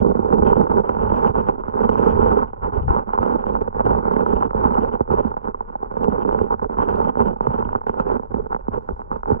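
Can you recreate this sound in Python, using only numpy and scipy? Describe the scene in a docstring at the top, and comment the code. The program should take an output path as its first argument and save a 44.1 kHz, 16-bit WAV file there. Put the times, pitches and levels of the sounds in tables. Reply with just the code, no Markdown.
"""A bubbling surge and a hard knock open the scene, heard from inside a waterproof camera case
on the gravel of a shallow stream. Air folded into each surge bursts, rings and fizzes; every
pressure kick rocks the case, which muffles it, adds its modes and disperses it into a falling chirp.
Eddies rumble on both microphone ports, big bubbles knock and gulp, sand ticks on the shell and
small bubbles pop. A faint hiss comes up near the end."""
import sys
import numpy as np
from scipy import signal
from scipy.fft import rfft, irfft
from scipy.io import wavfile
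from scipy.ndimage import uniform_filter1d, minimum_filter1d, map_coordinates

SR = 44100
rng = np.random.default_rng(int(sys.argv[2]) if len(sys.argv) > 2 else 0)


def master(y):
    """Save y as 16-bit WAV."""
    cut = np.clip(np.atleast_2d(y).T, -1, 1)
    pcm = np.round(cut * 32767)  # scale
    wavfile.write(sys.argv[1], SR, pcm.astype(np.int16))


N = 414540
TIME = np.arange(N) / SR
SHELL_TOP_HZ = 3150  # upper edge of the band in which the shell rings


def undb(db):
    """Amplitude ratio of a level in decibels."""
    return 10 ** (np.asarray(db) / 20)


def unit(x):
    """Normalisation to rms 1."""
    return x / np.sqrt(np.mean(x ** 2))


def walk(rate):
    """Random modulation of rms 1, interpolated between rate values a second."""
    knots = rng.standard_normal(4096)
    return unit(map_coordinates(knots, [TIME * rate], order=1, mode="wrap"))


def butter(x, hz, kind, order=2):
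    """Causal low-pass or high-pass filter."""
    return signal.sosfilt(signal.butter(order, min(hz, .45 * SR), kind, fs=SR, output="sos"), x)


def add(track, s, sound):
    """Superposition of a short sound on a track at time s."""
    start = max(int(s * SR), 0)
    part = track[..., start:start + sound.shape[-1]]
    part += sound[..., :part.shape[-1]]


def scatter(response, decay_s=0.002, treble_db=-2, edge_hz=3500, size=512):
    """Multipath propagation: treble runs round the shell on many paths and arrives as a soft spit."""
    paths = rng.standard_normal(size) * np.exp(-np.arange(size) / SR / decay_s)
    paths = rfft(paths / np.linalg.norm(paths), response.shape[-1])
    hz = np.maximum(np.fft.rfftfreq(response.shape[-1], 1 / SR), 1)
    share = 1 / (1 + (edge_hz / hz) ** 20)
    return irfft(rfft(response) * (1 - share + share * undb(treble_db) * paths))


# Transmission of the case wall: f/Hz, left level/dB, right level/dB
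WALL_TRANSMISSION = [(47.7, -35, -29.5), (135, -21.5, -13), (185.5, -27, -5.5), (302, -20, -12),
                     (730, -20, -20.5), (1060, -18, -15), (1450, -24, -16.5), (1726, -46.5, -32.5),
                     (2710, -61.5, -55.5), (2900, -62, -68), (4070, -66, -62), (7040, -91, -72),
                     (8400, -94, -90.5), (14000.0, -102.0, -99.5)]
# Resonances of the case and its air: f/Hz, bandwidth/Hz, left lift/dB, right lift/dB
CASE_MODES = [(233, 65, 6.5, 8), (427, 179, 9.5, 12.5), (541.3, 253, 2.5, 8), (816.3, 178, 8.5, 9),
              (942, 363, 10.5, 12), (1110, 180, 2, -0.5), (2130, 720, 19.5, 8), (2740, 110, 9, 5),
              (5100, 700, -4.5, 8.5)]
# Rocking moves the ports in opposition until the shell flexes: f/Hz, left phase re right/rad
ROCKING_PHASE = [(260, -3.25), (900, -3.6), (1500, -3.9), (1650, -2.8), (2300, -2.65), (2600, -5.45),
                 (4000, -5.7)]
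def case_response(lag_cycles=0.866, lag_low_hz=70, size=4096):
    """Impulse response at both ports: dispersion delays the low tones, so each kick falls in pitch."""
    hz = np.maximum(np.fft.rfftfreq(size, 1 / SR), 1)
    wall_hz, *sides_db = np.transpose(WALL_TRANSMISSION)
    db = np.array([np.interp(np.log(hz), np.log(wall_hz), side) for side in sides_db])
    for centre, width, *lift_db in CASE_MODES:
        db += np.outer(lift_db, 1 / (1 + (2 * (hz - centre) / width) ** 2))
    # minimum phase: the modes ring only after the kick
    cepstrum = irfft(np.log(undb(db[1])))
    cepstrum[1:size // 2] *= 2
    cepstrum[size // 2 + 1:] = 0
    lag = 2 * np.pi * lag_cycles * np.log((hz + lag_low_hz) / (hz + SHELL_TOP_HZ))
    right = np.exp(rfft(cepstrum) - 1j * lag)
    rocking = np.interp(hz, *np.transpose(ROCKING_PHASE))
    left = undb(db[0]) * np.exp(1j * (np.angle(right) + rocking))
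    centred = np.roll(irfft(np.array([left, right])), size // 2, axis=1)
    return scatter(centred)


def transmit(push, case, split_hz=620):
    """Convolution carries pressure into the case; returns a low band (body) and a high one (splash)."""
    pushes = np.broadcast_to(push, (2, push.shape[-1]))
    inside = np.array([signal.fftconvolve(side, port, "same") for side, port in zip(pushes, case)])
    return [butter(butter(inside, split_hz, kind), split_hz, kind) for kind in ("low", "high")]


# Surges of air-laden water: t/s, duration/s, relative level/dB of big bubbles, small bubbles, fizz
SURGES = [(0, 0.088, -9, -27, -69), (0.122, 0.17, -23, -28, -77), (0.31, 0.091, -14, -27, -69.5),
          (0.447, .09, -15.5, -20, -56.5), (0.55, 0.091, -16.5, -24.5, -70), (0.7, 0.099, -16.5, -21, -71),
          (0.84, 0.11, -23, -25.5, -70.5), (0.978, 0.26, -20.5, -21.5, -63.5),
          (1.231, 0.06, -16, -19.5, -59.5), (1.345, 0.062, -16.5, -20.5, -63.5),
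          (1.429, 0.076, -22.5, -25.5, -68.5), (1.513, 0.027, -28, -37, -79),
          (1.571, 0.028, -28, -31.5, -75), (1.644, 0.05, -38, -31.5, -76), (1.737, 0.29, -24, -26.5, -77.5),
          (1.801, 0.049, -16.5, -20, -65.5), (1.919, 0.11, -19.5, -25.5, -60.5),
          (2.029, 0.13, -16.5, -19.5, -61), (2.179, .15, -16.5, -17.5, -59.5),
          (2.349, 0.086, -21, -19.5, -66.5), (2.472, 0.05, -40, -37, -79), (2.619, 0.058, -25, -20.5, -68),
          (2.724, 0.074, -26, -25.5, -73.5), (2.813, .07, -35, -45.5, -72),
          (2.892, 0.094, -23.5, -19.5, -68.5), (3.072, 0.042, -30, -25.5, -73),
          (3.137, 0.011, -32, -22.5, -71.5), (3.204, 0.15, -20.5, -21.5, -68.5),
          (3.378, 0.038, -27, -28, -73), (3.452, 0.12, -21, -26.5, -68.5), (3.608, 0.04, -25.5, -28, -78),
          (3.748, 0.064, -30.5, -23, -76.5), (3.844, 0.15, -17.5, -20.5, -67.5),
          (4.026, 0.19, -26, -24, -74), (4.132, 0.11, -17.5, -24.5, -67.5),
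          (4.278, 0.18, -18.5, -23, -63.5), (4.563, 0.21, -21, -20, -66), (4.809, 0.076, -22, -24.5, -66.5),
          (4.913, 0.044, -25, -25.5, -67), (5.095, 0.11, -20, -22.5, -67.5),
          (5.226, 0.072, -28.5, -31, -77), (5.436, 0.032, -27.5, -25.5, -72.5),
          (5.677, 0.066, -41.5, -39, -88), (5.801, 0.21, -36, -36, -88.5), (5.995, 0.21, -22, -27, -74),
          (6.208, 0.025, -29, -30, -66.5), (6.27, 0.17, -22, -28, -70), (6.51, 0.009, -17.5, -17, -66),
          (6.622, 0.0068, -17, -23, -68.5), (6.7, 0.031, -27, -24.5, -73.5),
          (6.772, 0.063, -22, -18.5, -61), (6.868, 0.23, -20.5, -21.5, -63.5),
          (7.18, 0.13, -19, -27, -66.5), (7.42, 0.19, -26.5, -26.5, -69.5),
          (7.582, 0.19, -29, -31.5, -72.5), (7.872, 0.035, -24.5, -28, -63),
          (7.956, 0.055, -24, -24, -68.5), (8.052, 0.11, -22.5, -24, -71), (8.301, 0.019, -26.5, -29, -77),
          (8.351, 0.095, -27.5, -35, -86.5), (8.508, 0.032, -30.5, -24, -73.5),
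          (8.713, 0.055, -25, -24.5, -70), (8.897, 0.012, -25.5, -51, -92),
          (9.109, 0.049, -28.5, -28.5, -80.5), (9.324, 0.035, -26, -32, -79),
          (9.272, 0.063, -22, -27, -75.5)]
def surges(calm_db=(-41, -37, -86), calm_fade_db_per_s=(0.4, 0.5, 0.5),
           attack_s=0.024, release_s=(0.022, 0.016, 0.012)):
    """Incoherent sources add in power: envelopes of big bubbles, small bubbles and fizz over a calm."""
    power = undb(np.array(calm_db)[:, None] - np.outer(calm_fade_db_per_s, TIME)) ** 2
    t = np.arange(SR) / SR
    for s, length, *levels_db in SURGES:
        after = np.maximum(t - attack_s / 2 - length, 0)
        shape = np.minimum(t / attack_s, 1) * np.exp(-after / np.array(release_s)[:, None])
        add(power, s - attack_s / 2, (undb(levels_db)[:, None] * shape) ** 2)
    return np.sqrt(power)


def kicks(rate, spread_db):
    """Shot noise: pressure impulses at random moments, many small and a few large."""
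    happens = rng.random(N) < rate / SR
    size = undb(spread_db * np.clip(rng.standard_normal(N), -2, 2))
    return unit(happens * size * rng.choice([-1, 1], N))


def bubbles(low_hz=297, high_hz=1610, cycles=7.8, rise=0.28, spread_db=17, count=1400):
    """Damped oscillation: newborn bubbles ring, rising in pitch as they near the surface."""
    out = np.zeros(N)
    for when, pitch, strength, sustain in rng.random((count, 4)):
        hz = low_hz * (high_hz / low_hz) ** pitch
        life = cycles * (.5 + sustain) / hz
        t = np.arange(int(life * SR)) / SR
        ring = np.sin(2 * np.pi * hz * t * (1 + rise * t / life / 2)) * undb(-40 * t / life)
        add(out, when * N / SR, ring * undb(spread_db * strength))
    return unit(out)


def current(case, big, small, cloud, thin_db=-33.5, dense_db=-20, thin_flurry_db=6, dense_flurry_db=3.5):
    """Forced vibration: bubbles shake the case, spluttering in weak flow, as a wash in strong flow."""
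    dense = np.clip((20 * np.log10(small) - thin_db) / (dense_db - thin_db), 0, 1)
    depth_db = thin_flurry_db + dense * (dense_flurry_db - thin_flurry_db)
    flurry = undb(depth_db * np.tanh(0.74 * walk(130)))
    splutter = np.sqrt(1 - dense) * kicks(rate=520, spread_db=4.5)
    wash = np.sqrt(dense) * kicks(rate=1200, spread_db=4.5)
    push = splutter + wash + undb(-17.5) * bubbles()
    # some kicks land beside one port only
    local = np.array([undb(-11) * kicks(rate=810, spread_db=2),
                      undb(-14.5) * kicks(rate=980, spread_db=3)])
    body, splash = transmit((push + local) * flurry, case)
    churn = undb(-1) * big * unit(body) + undb(-2) * small * unit(splash)
    return churn + undb(-0.5) * unit(flurry ** 1.7) * fizz(cloud)


# Finest spray within the fizz: t/s, relative level/dB
SPRAY_LEVEL = [(0, -9), (0.25, -8), (0.5, -17), (0.8, -18.5), (1.15, -14.5), (1.5, -14.5), (2.08, -14.5),
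               (2.25, -24), (2.8, -14), (3.25, -15.5), (4.2, -13.5), (5.15, -15.5), (5.8, -7), (6.4, -18),
               (6.8, -18.5), (6.93, -16), (7.2, -16), (8.1, -13), (9.3, -11)]
def fizz(cloud, spray_left_db=-7):
    """Impulse excitation: tiny bubbles ring the shell near 2 and 3 kHz; dense clouds add finer spray."""
    shared = kicks(rate=400, spread_db=3.5)
    crackle = shared + 0.62 * np.array([kicks(rate=950, spread_db=2.5) for _ in range(2)])
    upper_ring = unit(butter(butter(crackle, 2500, "high", order=6), SHELL_TOP_HZ, "low", order=12))
    lower_ring = unit(butter(butter(crackle, 1750, "high", order=4), 2200, "low", order=6))
    mist = crackle + rng.standard_normal((2, N))
    mist = butter(butter(mist, 4300, "high", order=3), 7200, "low", order=10)
    spray = unit(undb([[spray_left_db], [0]]) * mist)
    spray_db = np.interp(TIME, *np.transpose(SPRAY_LEVEL)) + 1.2 * walk(8.2)
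    return cloud * (upper_ring + lower_ring + undb(spray_db) * unit(cloud) ** .1 * spray)


def eddies(big, sides_db=(-19.5, -17.5), follow_db_per_db=0.68, smooth_s=0.0063, waver_db=3):
    """Turbulent pressure: swirls follow the surges and rumble on each port, partly on both at once."""
    swirl = butter(rng.standard_normal((3, N)), 70, "low", order=1)
    *ports, shared = butter(butter(swirl, 125, "low", order=3), 25, "high")
    stir = uniform_filter1d(big, int(smooth_s * SR)) ** follow_db_per_db * undb(waver_db * walk(10))
    return np.array([undb(db) * stir * unit(own + shared) for db, own in zip(sides_db, ports)])


def drone(level_db=-39, low_hz=11, high_hz=44.4, shared=0.99):
    """Stationary low-frequency noise: the whole stream presses on both ports, even in the lulls."""
    sway = butter(butter(rng.standard_normal((3, N)), high_hz, "low", order=4), low_hz, "high")
    return undb(level_db) * unit(sway[:2] + shared * sway[2])


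def resonance(t, hz, cycles):
    """Impulse response of a bubble: a damped cosine that falls 40 dB in the given cycles."""
    fade = np.exp(-np.log(100) * t * hz / cycles)
    return 2 * np.cos(2 * np.pi * hz * t) * fade / fade.sum()


def strike(track, s, push, case, peaks_db):
    """Transmission of one transient: body and splash are mixed in, scaled by their right-hand peaks."""
    lead = len(push)
    for band, db in zip(transmit(np.pad(push, (lead, 0)), case), peaks_db):
        add(track, s - lead / SR, undb(db) * band / np.abs(band[1]).max())


# Air pockets breaking near the case: t/s, break-up time/s, f/Hz, relative level/dB of body, splash
AIR_POCKETS = [(0.002, 0.0063, 450, 8, -1), (0.064, 0.023, 440, -7, -12.5), (0.096, 0.0043, 260, -3.5, -22),
               (0.151, .004, 213, -2, -15), (0.191, 0, 330, 2, -15), (0.246, 0.018, 420, -2, -17),
               (0.3255, 0, 560, -6.5, -0.5), (0.337, 0.0038, 380, -2, -12), (0.422, 0.013, 490, 0.5, -6.5),
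               (0.463, .006, 420, -5.5, -10.5), (0.512, 0.0089, 440, -0.5, -9), (0.5279, .005, 950, -8, 0),
               (0.668, 0.0047, 1060, -18, -9), (0.699, 0.0041, 220, -4.5, -12.5),
               (0.892, 0.0053, 3160, -5.5, -1.5), (0.966, 0.0044, 1040, -7.5, -10),
               (1.246, 0.0081, 1130, -11, -0.5), (1.486, 0.011, 2620, -2.5, -5),
               (1.636, 0.0015, 950, -18.5, -14), (1.681, 0.0028, 480, -10, -15), (1.739, 0, 337, -13, -11),
               (1.891, 0.0083, 2650, -0.5, -4.5), (1.993, 0, 450, 3, -21), (2.532, 0, 767, -20.5, -17.5),
               (2.645, 0.013, 580, -12, -10.5), (2.879, 0.003, 1500, -15, -8),
               (2.963, 0.006, 1170, -8, -5.5), (3.071, 0.012, 510, -12.5, -23),
               (3.133, 0.0036, 910, -10.5, -5.5), (3.186, 0.0017, 1010, -9.5, -1.5),
               (3.613, 0.0051, 385, -5.5, -11), (3.676, 0.0052, 484, -8.5, -13.5),
               (3.804, 0.0083, 660, -9.5, -2), (3.863, 0.0073, 440, -2, -5), (4.164, 0.0023, 410, -3, -8),
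               (4.262, 0.0029, 1320, -21, -3.5), (4.423, 0.008, 820, -23, -2.5),
               (4.507, 0.0035, 634, -21, -12), (4.531, 0.003, 1100, -16, -15),
               (4.546, 0.00021, 507, -2.5, -13), (4.65, .008, 260, -2, -3), (4.78, 0.015, 245, -4.5, -7.5),
               (5.006, 0.0074, 700, 5.5, -2.5), (5.119, 0.0038, 220, -11, -13.5),
               (5.137, 0.0056, 380, -0.5, -12), (5.248, 0.0063, 226, -3, -12.5),
               (5.315, .0074, 1280, -18, -12), (5.367, 0.013, 560, -15.5, -9),
               (5.483, 0.016, 1540, -9.5, -16), (5.544, 0.0035, 900, -18.5, -10.5),
               (5.606, 0.0027, 820, -17, -9), (5.753, 0.0072, 780, -16.5, -11),
               (5.828, 0.005, 750, -10.5, -13), (5.912, 0.014, 334, -18, -16),
               (5.968, 0.013, 905, -10, -11.5), (6.08, 0.0043, 390, 6, -16), (6.249, 0.012, 355, -4.5, -11),
               (6.346, 0.0033, 850, -4.5, -7), (6.388, 0.0011, 2800, -20, -8),
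               (6.412, 0.00045, 620, -10, -8.5), (6.507, 0.0064, 680, -16, -17),
               (6.594, .0033, 2130, -34, -14), (6.77, 0, 1090, -8.5, -11.5), (7.07, 0.0045, 332, -8, -19),
               (7.154, 0, 1700, -13.5, -11.5), (7.203, 0.012, 2260, -2.5, -6),
               (7.36, 0.0079, 765, -24, -16.5), (7.407, 0, 900, -5.5, -4), (7.4686, 0.0014, 520, 4.5, 4.5),
               (7.623, 0.0028, 900, -15, -7.5), (7.75, 0.0097, 1100, -8.5, -3.5),
               (7.814, 0.0003, 880, -37, -13), (7.867, 0.0042, 1560, -11, -8.5), (7.894, 0, 2290, -5.5, -6),
               (7.998, 0.003, 1290, -5, -4.5), (8.066, 0, 400, -8, -14), (8.195, 0.0043, 410, -11, -16.5),
               (8.232, 0.00054, 850, -21, -16.5), (8.341, 0.0038, 520, -4, -9.5),
               (8.546, 0, 2220, -10, -6.5), (8.668, 0, 1220, -31, -22), (8.682, 0.0011, 305, -4, -11.5),
               (8.888, 0.0017, 1450, -14.5, -10), (8.906, .0037, 288, -14.5, -22),
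               (8.993, 0.017, 734, -24, -18), (9.114, 0.001, 1100, -10, -7.5), (9.3, 0.0033, 413, -1, -8),
               (9.316, 0.00029, 260, -2, -10)]
def knocks(case, strays, fragments_db=-7, cycles=3.2, ring_db=1, crack_db=-45, size=2048, count=8):
    """Cavity collapse: one hard kick cracks on the shell and rings briefly; fragments follow it."""
    out = np.zeros((2, N))
    t = np.arange(size) / SR
    for s, length, hz, body_db, splash_db in list(AIR_POCKETS) + strays:
        push = np.zeros(size)
        fragments = (rng.random(count) * np.clip(length * SR, 0, size - 1)).astype(int)
        push[fragments] = undb(fragments_db) * rng.standard_normal(count)
        push[0] = 1
        push += undb(ring_db) * signal.fftconvolve(push, resonance(t, hz, cycles))[:size]
        strike(out, s, push, case, (body_db, splash_db))
        crack = butter(butter(push, 1500, "high", order=4), SHELL_TOP_HZ, "low", order=12)
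        add(out, s, undb(splash_db + crack_db) * crack / np.abs(crack).max())
    return out


def wobbles(sides_db=(-24.5, -17.5), low_hz=50, high_hz=95, start_hz=190,
            glide_s=0.0082, decay_s=0.014, rise_s=0.008, size=4096):
    """Damped sloshing: after each listed knock the water sways the case, slowing as it dies away."""
    out = np.zeros((2, N))
    t = np.arange(size) / SR
    for (s, _, _, body_db, _), pitch in zip(AIR_POCKETS, rng.random(len(AIR_POCKETS))):
        end_hz = low_hz * (high_hz / low_hz) ** pitch
        hz = end_hz + (start_hz - end_hz) * np.exp(-t / glide_s)
        envelope = np.exp(-t / decay_s) * np.tanh(t / rise_s) ** 2
        sway = np.sin(2 * np.pi * np.cumsum(hz) / SR) * envelope
        add(out, s, np.outer(undb(sides_db), undb(body_db) * sway))
    return out


def stray_pockets(big, small, low_hz=400, high_hz=1800, longest_s=0.0033,
                  offsets_db=(0, -6), follow_db_per_db=0.56, spread_db=7, count=8):
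    """Power-law scaling: faint air pockets break at random, harder where the current is strong."""
    rows = []
    for when, length, pitch, strength in rng.random((count, 4)):
        i = int(when * N)
        hz = low_hz * (high_hz / low_hz) ** pitch
        flow_db = 20 * np.log10([big[i], small[i]])
        peaks_db = follow_db_per_db * flow_db + offsets_db + spread_db * (strength - .5)
        rows.append((i / SR, length * longest_s, hz, *peaks_db))
    return rows


# Sand grains hitting the case: t/s, relative level/dB
SAND_GRAINS = [(0.098, -60), (0.193, -58), (0.243, -62), (0.292, -62), (0.327, -55.5), (0.341, -52),
               (0.422, -52), (0.503, -64), (0.891, -48.5), (1.16, -52), (1.214, -54), (1.294, -63),
               (1.4, -61), (1.419, -61), (1.490, -49), (1.892, -42.5), (1.938, -54), (1.952, -53),
               (2.047, -54), (2.093, -53), (2.145, -61), (2.654, -62), (2.79, -62), (2.908, -58),
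               (2.957, -64), (3.133, -57), (3.177, -56), (3.215, -60), (3.23, -52), (3.463, -58),
               (3.502, -56), (3.536, -61), (3.613, -55), (3.854, -55), (4.213, -59), (4.61, -60),
               (4.743, -51), (4.858, -60), (5.118, -58), (5.207, -69), (5.979, -61), (6.041, -47.5),
               (6.182, -66), (6.326, -57), (6.389, -53.5), (6.887, -48), (6.916, -57), (6.958, -55),
               (6.99, -58), (7.211, -57), (7.409, -55.5), (7.505, -64), (7.868, -54), (7.893, -61),
               (8.0005, -45.5), (8.085, -55), (8.168, -61), (8.349, -64), (8.547, -69), (9.317, -68)]
def sand(gain_db=3, decay_s=0.0023, bright_hz=5800, edge_hz=7600, leak_db=-8,
         ring_hz=2650, ring_s=0.0025, size=1024):
    """Direct impact: sand strikes the shell itself, so its tick keeps some treble and rings briefly."""
    out = np.zeros((2, N))
    t = np.arange(size) / SR
    for s, db in SAND_GRAINS:
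        tick = butter(rng.standard_normal((2, size)) * np.exp(-t / decay_s), bright_hz, "low")
        leak = undb(leak_db) * butter(tick, edge_hz, "high", order=4)
        tick = butter(tick, edge_hz, "low", order=12) + leak
        hz = ring_hz * (1 + 0.13 * rng.uniform(-1.2, 1))
        ring = np.sin(2 * np.pi * hz * t) * np.exp(-t / ring_s)
        add(out, s, undb(db + gain_db) * (tick / np.abs(tick).max() + undb(1) * ring))
    return out


# Small bubbles bursting on the case: t/s, relative level/dB of body, splash
BUBBLE_POPS = [(0.1105, -13, -20), (0.3027, -18.5, -13), (0.502, -9.5, -11), (0.532, -22, -4),
               (0.6044, -5.5, -23), (0.6135, -12, -5.5), (0.7979, -14.5, -24), (0.9935, -18.5, -13),
               (1.1197, -4, -11), (1.3541, -14, -14), (1.549, -28, -28), (1.58, -15, -29),
               (1.598, -20, -28), (1.666, -22, -21), (1.696, -27, -26), (1.723, -25, -20.5),
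               (1.7768, -20, -11), (1.7911, -21, -8.5), (1.955, -13, -6.5), (2.037, -12, -9),
               (2.228, 2.5, -7), (2.4292, -22, -8), (2.485, -29, -31), (2.5667, -29, -28),
               (2.6263, -28, -36), (2.7679, -11, -18), (2.9263, -24, -14), (2.9937, -30, -10.5),
               (3.02, -22.5, -24.5), (3.1032, -20, -19), (3.1762, -12, -8), (3.2288, -12, -5),
               (3.3575, -7, -12), (3.439, -27, -9.5), (3.4665, -10.5, -9.5), (3.5517, -26, -6),
               (3.727, -27, -20.5), (3.746, -21, -18), (3.7946, -13, -7.5), (3.949, -14, -9),
               (4.053, -7.5, -9), (4.079, -11, -17.5), (4.1107, -5.5, -10.5), (4.329, -19.5, -4.5),
               (4.3646, -12, -15), (4.613, -17, -18), (4.7655, -16, -15), (4.8472, -23, -7.5),
               (4.915, -18, -22), (4.938, -7, -25), (4.9521, -26.5, -10.5), (4.9953, -17.5, -20),
               (5.0762, -20.5, -17.5), (5.34, -18, -19), (5.4736, -14, -12), (5.7, -20, -25),
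               (5.845, -24, -20), (5.9392, -17.5, -20), (6.044, -16, -8.5), (6.1815, -14, -11),
               (6.2193, -12, -12), (6.2907, -22, -5), (6.31, -23, -8.5), (6.3264, -8, -10.5),
               (6.4643, -18, -18.5), (6.4867, -35, -24), (6.54, -9, -9), (6.644, -28.5, -9),
               (6.6961, -11.5, -16.5), (6.786, -6, -9), (6.8871, -21, -7), (6.9255, -13, -13),
               (7.0014, -4.5, -8.5), (7.1705, -5.5, -13), (7.194, -9, -9.5), (7.2207, -7.5, -10),
               (7.2756, -23, -23), (7.504, -16, -14), (7.5417, -8.5, -11), (7.5604, -21, -22),
               (7.5871, -11, -17), (7.6069, -22, -13), (7.69, -25.5, -12), (7.729, -24, -10.5),
               (7.9407, -25, -14), (8.0995, -9, -7.5), (8.1669, -24, -12), (8.3927, -16, -27),
               (8.4653, -31.5, -21), (8.528, -23, -9.5), (8.5628, -24, -12), (9.0168, -23, -20),
               (9.1281, -20, -15), (9.157, -30, -23), (9.2321, -26, -12), (9.257, -34, -12.5)]
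def pops(case, offsets_db=(-2, -0.5), low_hz=450, high_hz=1500, cycles=4, ring_db=-2, size=2048):
    """Bubble resonance: a small bubble bursts in one clean kick, coloured by its size."""
    out = np.zeros((2, N))
    t = np.arange(size) / SR
    for (s, *peaks_db), pitch in zip(BUBBLE_POPS, rng.random(len(BUBBLE_POPS))):
        hz = low_hz * (high_hz / low_hz) ** pitch
        push = (t == 0) + undb(ring_db) * resonance(t, hz, cycles)
        strike(out, s, push, case, np.add(peaks_db, offsets_db))
    return out


# Single shoves of water against the ports: t/s, f/Hz, left level/dB, right level/dB
BUFFETS = [(0.339, 135, -24, -14), (0.423, 59.5, -11, -13.5), (0.469, 140, -24, -11),
           (0.521, 58.5, -34, -11), (0.569, 140, -25, -10), (0.635, 150, -21, -12), (1.303, 98, -21, -11.5),
           (2.322, 60.3, -21, -16), (2.783, 70, -37, -7), (2.821, 70, -12, -29), (2.835, 115, -18.5, -28),
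           (2.85, 93, -15, -25), (2.866, 105, -14, -30), (2.88, 83, -8, -28), (2.907, 58.5, -5, -33),
           (2.923, 85, -17, -29), (3.205, 70, -18, -18.5), (4.362, 46.6, -21, -11.5), (4.56, 77, -19, -21),
           (4.658, 78, -19.5, -17), (4.806, 90, -23, -25), (5.014, 116, -17, -17), (5.123, 145, -19, -11),
           (6.42, 58.5, -15.5, -22), (7.175, 125, -30, -23), (7.208, 120, -17.5, -15),
           (7.479, 130, -24, -8), (7.493, 104, -15.5, -13), (7.511, 115, -28, -17), (7.767, 99, -26, -24),
           (8.936, 49.5, -17.5, -23), (9.332, 94, -11, -17)]
def buffets(width_cycles=0.45, size=4096):
    """Buffeting: a swirl hits the case and sways it for a cycle or two under a bell-shaped envelope."""
    out = np.zeros((2, N))
    t = (np.arange(size) - size // 2) / SR
    for s, hz, *sides_db in BUFFETS:
        sway = np.sin(2 * np.pi * hz * t) * np.exp(-(t * hz / width_cycles) ** 2)
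        add(out, s + t[0], np.outer(undb(sides_db), sway))
    return out


# Faint high hiss that comes up between the last knocks: t/s, level/dB
HISS_LEVEL = [(0, -104), (5.5, -102), (8.1, -100), (8.6, -89), (9.1, -87), (9.3, -89), (9.38, -102)]
def hiss(low_hz=3200, high_hz=6200, top_hz=11000, flicker_db=2.5, floor_db=-103):
    """Amplitude-modulated noise: a high band flickers over a steady white floor."""
    noise = butter(butter(rng.standard_normal((2, N)), low_hz, "high"), high_hz, "low")
    noise = butter(noise, top_hz, "low", order=6) * undb(flicker_db * walk(45))
    envelope = undb(np.interp(TIME, *np.transpose(HISS_LEVEL)))
    return envelope * unit(noise) + undb(floor_db) * rng.standard_normal((2, N))


def scene():
    """Superposition of current, knocks, pops, rumble, sand and hiss inside the case."""
    case = case_response()
    big, small, cloud = surges()
    strays = stray_pockets(big, small)
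    rumble = eddies(big) + buffets() + wobbles() + drone()
    bubbling = current(case, big, small, cloud) + undb(-2.5) * knocks(case, strays) + pops(case)
    return bubbling + rumble + sand() + hiss()


def record(dry, ceiling=.93, top_hz=15500, size=400):
    """Peak limiting: the camera lowers its gain around the highest peaks, then cuts the top treble."""
    allowed = ceiling / np.maximum(np.abs(dry).max(axis=0), ceiling)
    held = minimum_filter1d(allowed, 2 * size)
    gain = uniform_filter1d(uniform_filter1d(held, size), size)
    return signal.sosfilt(signal.ellip(8, .2, 70, top_hz, fs=SR, output="sos"), gain * dry)


dry = scene()
out = record(dry)
master(out)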